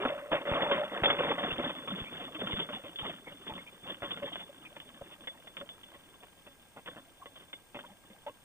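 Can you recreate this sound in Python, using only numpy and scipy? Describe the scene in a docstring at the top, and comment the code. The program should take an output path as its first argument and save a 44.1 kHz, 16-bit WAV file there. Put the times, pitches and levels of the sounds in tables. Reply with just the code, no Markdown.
"""A short groan, a dense rattle and a low rumble come first: a light trike, its engine stopped, lands on grass.
The rattle thins to single knocks as it slows. Rumble is coloured noise; the frame, fittings and tubes are ringing
modes set off by many small contacts. Slipping straps and joints are short gliding tones, and grass stalks short rings.
A narrow-band microphone colours it all, with brief dropouts; the electronics hiss and whine faintly."""
import sys
import numpy as np
from scipy import signal
from scipy.fft import rfft, irfft
from scipy.io import wavfile
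from scipy.ndimage import uniform_filter1d

SR = 44100
rng = np.random.default_rng(int(sys.argv[2]) if len(sys.argv) > 2 else 0)


def wrap_up_sound(samples):
    """Save the sound to the file named by the first command line argument, as 16-bit audio."""
    columns = np.atleast_2d(samples).T
    # keep every value between -1 and 1, then stretch to whole-number steps
    tamed = np.clip(columns, -1, 1)
    steps = np.round(tamed * 32767).astype(np.int16)
    wavfile.write(sys.argv[1], SR, steps)


N = 372204
TIME = np.arange(N) / SR
HZ = np.fft.rfftfreq(N, 1 / SR)


def amp(db):
    """Turns decibels into gain."""
    return 10 ** (np.asarray(db) / 20)


def unit(x):
    """Scales a sound to an average level (rms) of 1."""
    return x / np.sqrt(np.mean(x ** 2) + 1e-20)


def steady(x, span_s):
    """Holds the rms near 1 over a span, and keeps the faster flicker."""
    power = x ** 2
    for _ in range(2):
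        power = uniform_filter1d(power, max(2, int(span_s * SR)))
    return x / np.sqrt(abs(power) + 1e-9 * np.mean(x ** 2))


def curve(rows):
    """Joins the points of a (time, value) table by straight lines, at every sample."""
    times, values = np.transpose(rows)
    return np.interp(TIME, times, values)


def spectrum(points):
    """Joins the points of a (frequency, value) table, at every frequency bin."""
    hz, value = np.transpose(points)
    return np.interp(np.log(HZ + 1), np.log(hz + 1), value)


def noise(gain):
    """Random noise of rms 1, coloured by a gain for every frequency bin."""
    return unit(irfft(rfft(rng.standard_normal(N)) * gain, N))


def fuzzy_tone(hz, width_hz):
    """Noise gathered around one frequency; around 0 Hz it becomes a slow random wander."""
    return noise(1 / (1 + ((HZ - hz) / width_hz) ** 2))


def add(mix, s, sound):
    """Mixes a sound in at a time in seconds."""
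    part = mix[max(0, round(s * SR)):][:len(sound)]
    part += sound[:len(part)]


def low_pass(x, hz):
    """Removes the sound above a frequency, steeply."""
    taps = signal.firwin(701, hz, window=("kaiser", 8), fs=SR)
    return signal.oaconvolve(x, taps, "same")


def slip_tone(hz, length_s, glide, waver):
    """One slip: a tone of rms 1 that swells quickly, slides in pitch and fades."""
    progress = np.linspace(0, 1, int(length_s * SR))
    pitch = hz * glide ** progress * (1 + waver[:len(progress)])
    turns = np.cumsum(pitch) / SR
    return unit(np.sqrt(progress) * (1 - progress) * np.sin(2 * np.pi * turns))


# Short squeaks and groans of the rigging and seat, before the microphone:
# (time [s], starting pitch before its waver [Hz], rms level [dB], length [s], end pitch over start pitch [ratio])
SLIPS = [(0.0, 352, -39.5, 0.067, 1.42), (0.329, 607, -31, 0.035, 1.01), (0.706, 591, -30, 0.044, 0.92),
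         (1.507, 2590, -33.5, 0.012, 1.13), (1.92, 223, -37.5, 0.038, 0.72), (2.055, 2183, -47, 0.05, 1.17),
         (2.344, 321, -48, 0.062, 0.9), (2.415, 313, -41.5, 0.062, 0.38), (2.727, 192, -49, 0.047, 1.27),
         (3.265, 2170, -48, 0.037, 1.03), (3.496, 940, -44, 0.033, 0.86), (3.588, 2100, -48.5, .019, 1),
         (3.664, 2440, -50, 0.039, 0.95), (4.219, 571, -43, 0.052, 0.93), (4.492, 590, -50.5, .022, 0.95),
         (4.65, 2385, -47.5, 0.034, 0.99), (5.012, 550, -41.5, 0.017, 1.01), (5.607, 605, -49, 0.037, 0.93),
         (7.218, 1064, -51.5, .023, 1.0), (7.838, 963, -52.5, 0.022, 1.1), (7.9, 190, -58, 0.047, 1),
         (8.1, 205, -56, 0.032, 1.02), (8.263, 574, -42, 0.035, 0.98), (8.264, 837, -44, 0.032, 1.15)]


def squeaks():
    """A strap or shackle slips with a short, unsteady tone."""
    out = np.zeros(N)
    waver = .055 * fuzzy_tone(0, 450)
    for s, hz, level_db, length_s, glide in SLIPS:
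        tone = slip_tone(hz, length_s, glide, waver[int(s * SR):])
        add(out, s, amp(level_db) * tone)
    return out


def swells(rows, rise_s=0.013, settle_s=.035):
    """Gain of a row of swells: each rises quickly, holds for its length and settles."""
    power = np.zeros(N)
    for start, length, level_db in rows:
        rise = np.clip((TIME - start) / rise_s, 0, 1)
        settle = np.exp(-np.maximum(TIME - start - length, 0) / settle_s)
        power += (amp(level_db) * rise * settle) ** 2
    return np.sqrt(power)


# Shaking by the level turf, on the scale of the ground's strength: (time [s], level [dB])
LEVEL_TURF = [(0, -35), (.27, -51.5), (.6, -42), (1.35, -45), (1.8, -47), (2.3, -53), (3.2, -60),
              (5.2, -60.5), (6.4, -66), (8.44, -67.5)]
# Humps and rough patches under the wheels, on the same scale: (start time [s], length [s], level [dB])
ROUGH_PATCHES = [(0, 0.083, -35), (.31, 0.044, -30.5), (.455, 0.31, -33), (.77, 0.044, -36),
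                 (.91, 0.22, -37), (1.02, 0.14, -33.5), (1.18, .14, -32.5), (1.38, 0.3, -38),
                 (1.9, 0.12, -45.5), (2.11, 0.1, -47.5), (2.38, 0.22, -43.5), (2.68, .09, -50.5),
                 (2.83, .04, -54), (3.0, 0.1, -44), (3.27, 0.067, -55), (3.46, 0.12, -47),
                 (3.83, 0.085, -47.5), (4.02, 0.13, -47), (4.15, 0.27, -53.5), (4.74, 0.052, -59.5),
                 (5.57, 0.043, -52), (6.85, 0.15, -61), (7.35, 0.065, -64.5), (7.75, 0.11, -58.5),
                 (7.88, 0.054, -62.5), (8.1, 0.073, -64)]


def ground():
    """How hard the ground shakes the trike, in dB: steady rolling, humps and chance lumps."""
    rolling_and_humps = np.hypot(amp(curve(LEVEL_TURF)), swells(ROUGH_PATCHES))
    chance_lumps_db = 2 * fuzzy_tone(0, 16)  # rms 2 dB, mostly below 16 Hz
    return 20 * np.log10(rolling_and_humps) + chance_lumps_db


# Share of the trike's weight that the wing still carries: (time [s], share [0-1])
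WING_SHARE = [(0, 1), (1.2, 0.74), (2.0, 0)]


def driven(ground_db, level_db, slope, lifted_db):
    """Gain of one part: it follows the ground, less so while the wing takes weight, and wanders by itself."""
    reference_db = -45  # ground strength at which the part has its plain level
    follow_db = slope * (ground_db - reference_db)  # slope: dB per dB of ground
    seating_db = 0.95 * fuzzy_tone(0, 10.6)  # the part sits now tighter, now looser
    return amp(level_db + follow_db + lifted_db * curve(WING_SHARE) + seating_db)


def contacts(modes, scatter, uneven_db, damping=1, count=20):
    """Rings of one part struck at several places: each place stresses and shifts the modes in its own way."""
    hz, db, t60 = np.transpose(modes)[:, :, None]
    t = np.arange(int(SR * t60.max())) / SR
    rings = []
    for _ in range(count):
        shift, stress, sign = rng.standard_normal((3, len(modes), 1))
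        fading_db = db + uneven_db * stress - 60 * damping * t / t60
        height = np.sign(sign) * amp(fading_db) / np.sqrt(t60)
        shifted_hz = hz + scatter * shift / t60  # quickly fading modes stray most
        rings.append(unit((height * np.sin(2 * np.pi * shifted_hz * t)).sum(0)))
    return rings


def rattle(rings, fast_per_s, slow_per_s, size_db, span_s):
    """Countless small contacts of uneven size, rarer as the trike slows."""
    rate = np.geomspace(fast_per_s, slow_per_s, N)
    hits = np.flatnonzero(rng.random(N) < rate / SR)
    sizes = amp(size_db * np.minimum(rng.exponential(1, N), 4))
    places = rng.integers(0, len(rings), N)
    out = np.zeros(N)
    for i in hits:
        add(out, i / SR, sizes[i] * rings[places[i]])
    return steady(out, span_s)


def creaks(low_hz, high_hz, slide, length_s, count):
    """Small slips at random moments and pitches, as straps and joints work against each other."""
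    out = np.zeros(N)
    waver = 0.065 * fuzzy_tone(0, 204)
    for k, (when, pitch, glide, length, size) in enumerate(rng.random((count, 5))):
        hz = low_hz * (high_hz / low_hz) ** pitch
        end_over_start = np.exp(slide * (2 * glide - 1))
        tone = slip_tone(hz, length_s * (.5 + length), end_over_start, waver[int(when * N / 2):])
        add(out, (k + when) / count * N / SR, amp(10 * size) * tone)
    return unit(out)


def jolt_share(bright_db, order):
    """Share of a knock that goes to part 0 (frame), 1 (fittings) or 2 (tubes): bright ones favour the tubes."""
    gains = amp([-bright_db / 2, 0, bright_db / 2])  # the fittings lie midway
    return gains[order] / np.linalg.norm(gains)


# Knocks that throw loose parts about; each part then takes its share, and the chatter is spread by a factor below:
# (time [s], relative level [dB], brightness as tubes over frame [dB], chatter length before spreading [s])
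KNOCKS = [(.052, -24, -13.5, .011), (.318, -31, -4, 0.01), (.329, -28, -11, 0.0087),
          (.453, -35.5, -12, 0.0095), (.47, -33.5, -11, .012), (0.713, -24.5, -2, .012),
          (1.036, -22.5, 0.5, .011), (1.056, -22, 15, 0.0058), (1.102, -23, 5, 0.0073),
          (1.199, -28, -31, .01), (1.314, -29.5, -7, .01), (1.38, -31.5, -5, 0.014),
          (1.519, -32.5, 11, 0.0098), (1.586, -28, -28, 0.025), (1.695, -33.5, -1, 0.013),
          (1.876, -34, 9.5, .012), (2.123, -44, -8, .035), (2.213, -41, -2, 0.018), (2.347, -38, 4, 0.018),
          (2.415, -36, -12, 0.0096), (2.472, -35.5, 7, .006), (2.53, -32.5, 10, 0.0097),
          (2.59, -31, 19, 0.018), (2.688, -36.5, -10, .016), (2.73, -37, 27, 0.027),
          (2.838, -40.5, -11, 0.028), (2.959, -40, 38, 0.0059), (2.987, -34, 35, 0.023),
          (3.051, -36, -1, 0.015), (3.272, -42.5, -32, 0.012), (3.868, -42, 8, .022),
          (3.902, -39, 10, 0.01), (4.021, -33.5, -10, .017), (4.037, -40.5, -7, 0.021),
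          (4.108, -34, 26, 0.013), (4.172, -42, 0, 0.0048), (4.224, -35, -14, 0.017),
          (4.255, -39, 9, 0.032), (4.324, -39.5, 23, 0.019), (4.357, -38.5, 4, 0.0078),
          (4.395, -42.5, 17, 0.027), (4.766, -44, -3, .007), (4.802, -44.5, 28, .005),
          (5.112, -49, 7, 0.022), (5.273, -35.5, 11, 0.0097), (5.472, -46, 6, .005),
          (5.569, -39.5, 16, 0.009), (5.615, -44.5, -20, .011), (5.691, -43.5, 33, .003),
          (5.833, -49, 28, 0.013), (5.94, -48, -2, 0.019), (6.228, -48.5, -6, 0.017),
          (6.465, -47, -6, .018), (6.764, -43, -14, .03), (6.86, -44.5, 6, 0.015), (6.875, -39, -1.5, .014),
          (6.961, -44.5, -11, 0.023), (7.258, -44.5, -2, 0.0082), (7.357, -48.5, 22, 0.024),
          (7.396, -54, 5, .03), (7.531, -40, 12, 0.0091), (7.746, -37, -8, 0.025), (7.79, -43, -2, .01),
          (8.101, -53.5, -9, .015), (8.266, -46, 1, 0.017), (8.295, -47, -11, 0.0032)]


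def jolts(rings, order, rebound_db, count=6):
    """Each knock is a few quick contacts: short ones snap at once, long ones start softly and swell."""
    out = np.zeros(N)
    for s, level_db, bright_db, length_s in KNOCKS:
        slip, size, choice = rng.random((3, count))
        when = (np.arange(count) + slip - .5) / count
        size_db = rebound_db - 5 * when - 5 * size
        when[0] = 0
        size_db[0] = np.interp(length_s, [.008, .015], [2, -6])  # first contact
        places = rng.integers(0, len(rings), 2)  # the part chatters between two stops
        chatter = np.zeros(SR // 5)
        for w, c, db in zip(when, choice, size_db):
            add(chatter, w * length_s * 1.25, amp(db) * rings[places[round(c)]])
        loudness = np.sqrt(np.sum(chatter ** 2) / (SR / 50))  # taken over a fiftieth of a second
        add(out, s, amp(level_db) * jolt_share(bright_db, order) * chatter / loudness)
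    return out


# Ringing modes of the frame, before the scatter from contact to contact:
# (frequency [Hz], relative level [dB], time to fade by 60 dB [s])
FRAME_MODES = [(262.4, -2.5, 0.074), (339, -7, 0.039), (472.7, 1.5, 0.04), (568.5, 2.5, 0.089),
               (680, -1.5, 0.012), (797, -3, 0.0097)]
# Drone of the frame while the wheels only skim the grass: (start time [s], length [s], level [dB])
SKIMMING_DRONES = [(.09, 0.049, -38), (.15, 0.73, -47), (.48, 0.286, -38.5), (.775, 0.05, -34)]


def frame(ground_db):
    """Hollow knocks and low creaks of the frame, and its drone while the wheels skim the grass."""
    rings = contacts(FRAME_MODES, scatter=0.72, uneven_db=5.0)
    drone = swells(SKIMMING_DRONES) * steady(fuzzy_tone(582, 34), 0.07)
    knocks = rattle(rings, fast_per_s=1000, slow_per_s=150, size_db=4.15, span_s=0.06)
    groans = creaks(230, 800, slide=.35, length_s=.022, count=330)
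    lift = curve(WING_SHARE)
    creak_share = np.interp(lift, [0, 1], [0.65, 0.21])  # more creaks once the wheels carry the weight
    shaking = np.sqrt(1 - creak_share) * knocks + np.sqrt(creak_share) * groans
    shaking = shaking - 0.58 * lift * low_pass(shaking, 360)  # weaker lows while the wing carries
    rolling = driven(ground_db, level_db=-47, slope=1.0, lifted_db=-.5) * shaking
    return rolling + drone + amp(-3.5) * jolts(rings, order=0, rebound_db=-1.0)


# Ringing modes of buckles, shackles and brackets, before the scatter from contact to contact:
# (frequency [Hz], relative level [dB], time to fade by 60 dB [s])
FITTING_MODES = [(943, -4.5, 0.026), (1077, -6.5, 0.077), (1178, -5, 0.012), (1323, -4, 0.018),
                 (1453, -4.5, 0.027), (1687, 0, 0.012), (1915, -3, 0.057), (2063, 0, 0.037),
                 (2343, -4, 0.021), (2666, 6, 0.014)]


def fittings(ground_db):
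    """Dry clacks and crackle of the loose hardware, with tiny slips among them."""
    rings = contacts(FITTING_MODES, scatter=1.0, uneven_db=7.0)
    slips = creaks(900, 2700, slide=.1, length_s=.009, count=700)
    clacks = rattle(rings, fast_per_s=1200, slow_per_s=130, size_db=4.8, span_s=.055)
    shaking = .9 * clacks + .4 * slips
    rolling = driven(ground_db, level_db=-48.5, slope=1, lifted_db=-1.3) * shaking
    return rolling + amp(-1.5) * jolts(rings, order=1, rebound_db=-1.0)


# Ringing modes of the tubes, before the scatter and any extra damping:
# (frequency [Hz], relative level [dB], time to fade by 60 dB [s])
TUBE_MODES = [(2888, -10, 0.083), (2900, -10.5, 0.0037), (3181, -8.5, 0.07), (3380, -5.5, 0.0065),
              (3455, -4, 0.24), (3490, -6, 0.17)]


def tubes(ground_db):
    """Bright jingle of metal on the tubes; a firm knock stays in contact and chokes the ring."""
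    free = contacts(TUBE_MODES, scatter=0.59, uneven_db=2.5)
    choked = contacts(TUBE_MODES, scatter=.4, uneven_db=3, damping=1.35)
    shaking = rattle(free, fast_per_s=500, slow_per_s=80, size_db=4, span_s=.05)
    rolling = driven(ground_db, level_db=-42.5, slope=1.12, lifted_db=-15) * shaking
    return rolling + amp(-0.64) * jolts(choked, order=2, rebound_db=-1.5)


# Colour of the tyre rumble: (frequency [Hz], relative level [dB per Hz])
TYRE_COLOUR = [(10, -51.5), (30, -2), (70, -10.5), (130, -2.5), (190, 3), (240, -3.5), (320, 0.5),
               (600, -41)]


def tyres(ground_db):
    """Low rumble of soft tyres on lumpy ground, with a thump under each knock, strongest for dull ones."""
    t = np.arange(SR // 5) / SR
    rise_s, decay_s, thump_db, lifted_db = 0.0057, 0.011, -8, -11
    thump = np.minimum(t / rise_s, 1) * np.exp(-np.maximum(t - rise_s, 0) / decay_s)
    thumps = np.zeros(N)
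    for s, level_db, bright_db, _ in KNOCKS:
        add(thumps, s, amp(level_db + thump_db) * jolt_share(bright_db, order=0) * thump)
    on_ground = amp(lifted_db * curve(WING_SHARE))  # weaker while the wing carries the weight
    rolling = driven(ground_db, level_db=-49, slope=1.0, lifted_db=lifted_db)
    rumble = steady(noise(amp(spectrum(TYRE_COLOUR))), 0.048)
    return np.hypot(rolling, on_ground * thumps) * rumble


def flicks(ground_db, low_hz=350, high_hz=3300, ring_s=.004, count=150):
    """Single stalks flick against the trike, each with a short ring at a pitch of its own."""
    t = np.arange(SR // 20) / SR
    out = np.zeros(N)
    for when, pitch, size in rng.random((count, 3)):
        hz = low_hz * (high_hz / low_hz) ** pitch
        ring = np.exp(-t / ring_s) * np.sin(2 * np.pi * hz * t)
        size_db = -6.5 + 13 * size ** 2  # against the shaking of the ground
        add(out, when * N / SR, amp(size_db) * ring)
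    return amp(ground_db) * out


# Colour of the background hiss: (frequency [Hz], relative level [dB per Hz])
HISS_COLOUR = [(20, 16.5), (100, 17), (300, 9.5), (900, 11), (1500, 1), (2300, 6), (3400, 2), (4000, -1.5),
               (8000, -0.5), (11000, -4), (15000, -3.5)]
# Likeness of the hiss in the two channels: (frequency [Hz], shared part of the power [0-1])
HISS_LIKENESS = [(20, 0.2), (1500, 0.51), (3500, 0), (5000, 0.34), (15000, 0.47)]
# Faint electronic whines: (frequency [Hz], width [Hz], rms level [dB], depth of the pulsing [0-1])
WHINE_LINES = [(1606, 9.2, -76, 0.3), (8562, 38, -73, 1)]
PULSING_HZ = 59.94


def electronics():
    """Soft hiss in both channels, partly shared, and thin whines that pulse."""
    colour, same = amp(spectrum(HISS_COLOUR)), spectrum(HISS_LIKENESS)
    shared, *own = rfft(rng.standard_normal((3, N)))
    mixed = np.sqrt(same) * shared + np.sqrt(1 - same) * np.array(own)
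    hiss = unit(irfft(colour * mixed, N))
    pulses = .5 + .5 * np.tanh(4 * np.sin(2 * np.pi * (PULSING_HZ * TIME + 0.44)))
    whines = np.zeros(N)
    for hz, width_hz, level_db, depth in WHINE_LINES:
        tone = steady(fuzzy_tone(hz, width_hz), 0.0085)
        whines += amp(level_db) * unit(tone * (1 - depth + depth * pulses))
    return amp(-63.0) * hiss + whines


def top_buzz(count=9):
    """A very high, faint buzz: lines one pulse rate apart, weaker downwards, swelling with each pulse."""
    k = np.arange(count)[:, None]
    hz = 15255 - PULSING_HZ * k
    turns = hz * TIME + .8 * k + .5 * rng.random((count, 1))
    lines = amp(-.8 * k) * np.sin(2 * np.pi * turns)
    return amp(-77.5) * unit(lines.sum(0))


# Instants where the sound cuts out with a soft bump, before the microphone's colour: (time [s], bump peak [dB])
CUTS = [(0.517, -23), (1.0236, -25), (1.5227, -31.5), (2.017, -29.5), (2.535, -26), (3.0249, -35.5),
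        (3.517, -39), (4.025, -38.5), (5.017, -39)]


def dropouts(x, gap_s=0.00352, settle_s=0.0069):
    """The sound is cut for a few milliseconds while the signal swings up, then dips below zero and settles."""
    t = np.arange(SR // 25) / SR
    gap = 1. * (t < gap_s)
    after = np.maximum(t - gap_s, 0) / settle_s
    swing_up = gap * np.sqrt(abs(np.sin(np.pi * t / gap_s)))
    swing = swing_up - 3 * after * np.exp(-2 * after)
    cut, bumps = np.zeros((2, N))
    for s, peak_db in CUTS:
        add(cut, s, gap)
        add(bumps, s, amp(peak_db) * swing)
    return x * (1 - cut) + bumps


def scene():
    """All the sounds of the trike at one microphone; the same ground shakes every part."""
    ground_db = ground()
    parts = frame(ground_db) + fittings(ground_db) + tubes(ground_db)
    wheels_and_grass = tyres(ground_db) + flicks(ground_db)
    return (squeaks() + parts + wheels_and_grass)[None]


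# Colour of the microphone: (frequency [Hz], gain [dB])
MICROPHONE_COLOUR = [(40, -10), (150, -2), (280, -1), (420, -2), (600, 0.5), (850, 0), (1300, 2.5),
                     (1900, -1), (2500, -3.5), (3100, -0.5), (3600, -0.5)]


def record(dry):
    """A narrow-band microphone feeds both channels, the left a little late; then electronics and band limit."""
    band_hz, edge_hz, left_lag_s = 3650, 15330, 0.00012
    narrow = rfft(low_pass(dropouts(dry[0]), band_hz)) * amp(spectrum(MICROPHONE_COLOUR))
    left = narrow * np.exp(-2j * np.pi * HZ * left_lag_s)
    pair = irfft(np.array([left, narrow]), N)
    noisy = pair + electronics() + top_buzz()
    return np.array([low_pass(channel, edge_hz) for channel in noisy])


dry = scene()
out = record(dry)
wrap_up_sound(out)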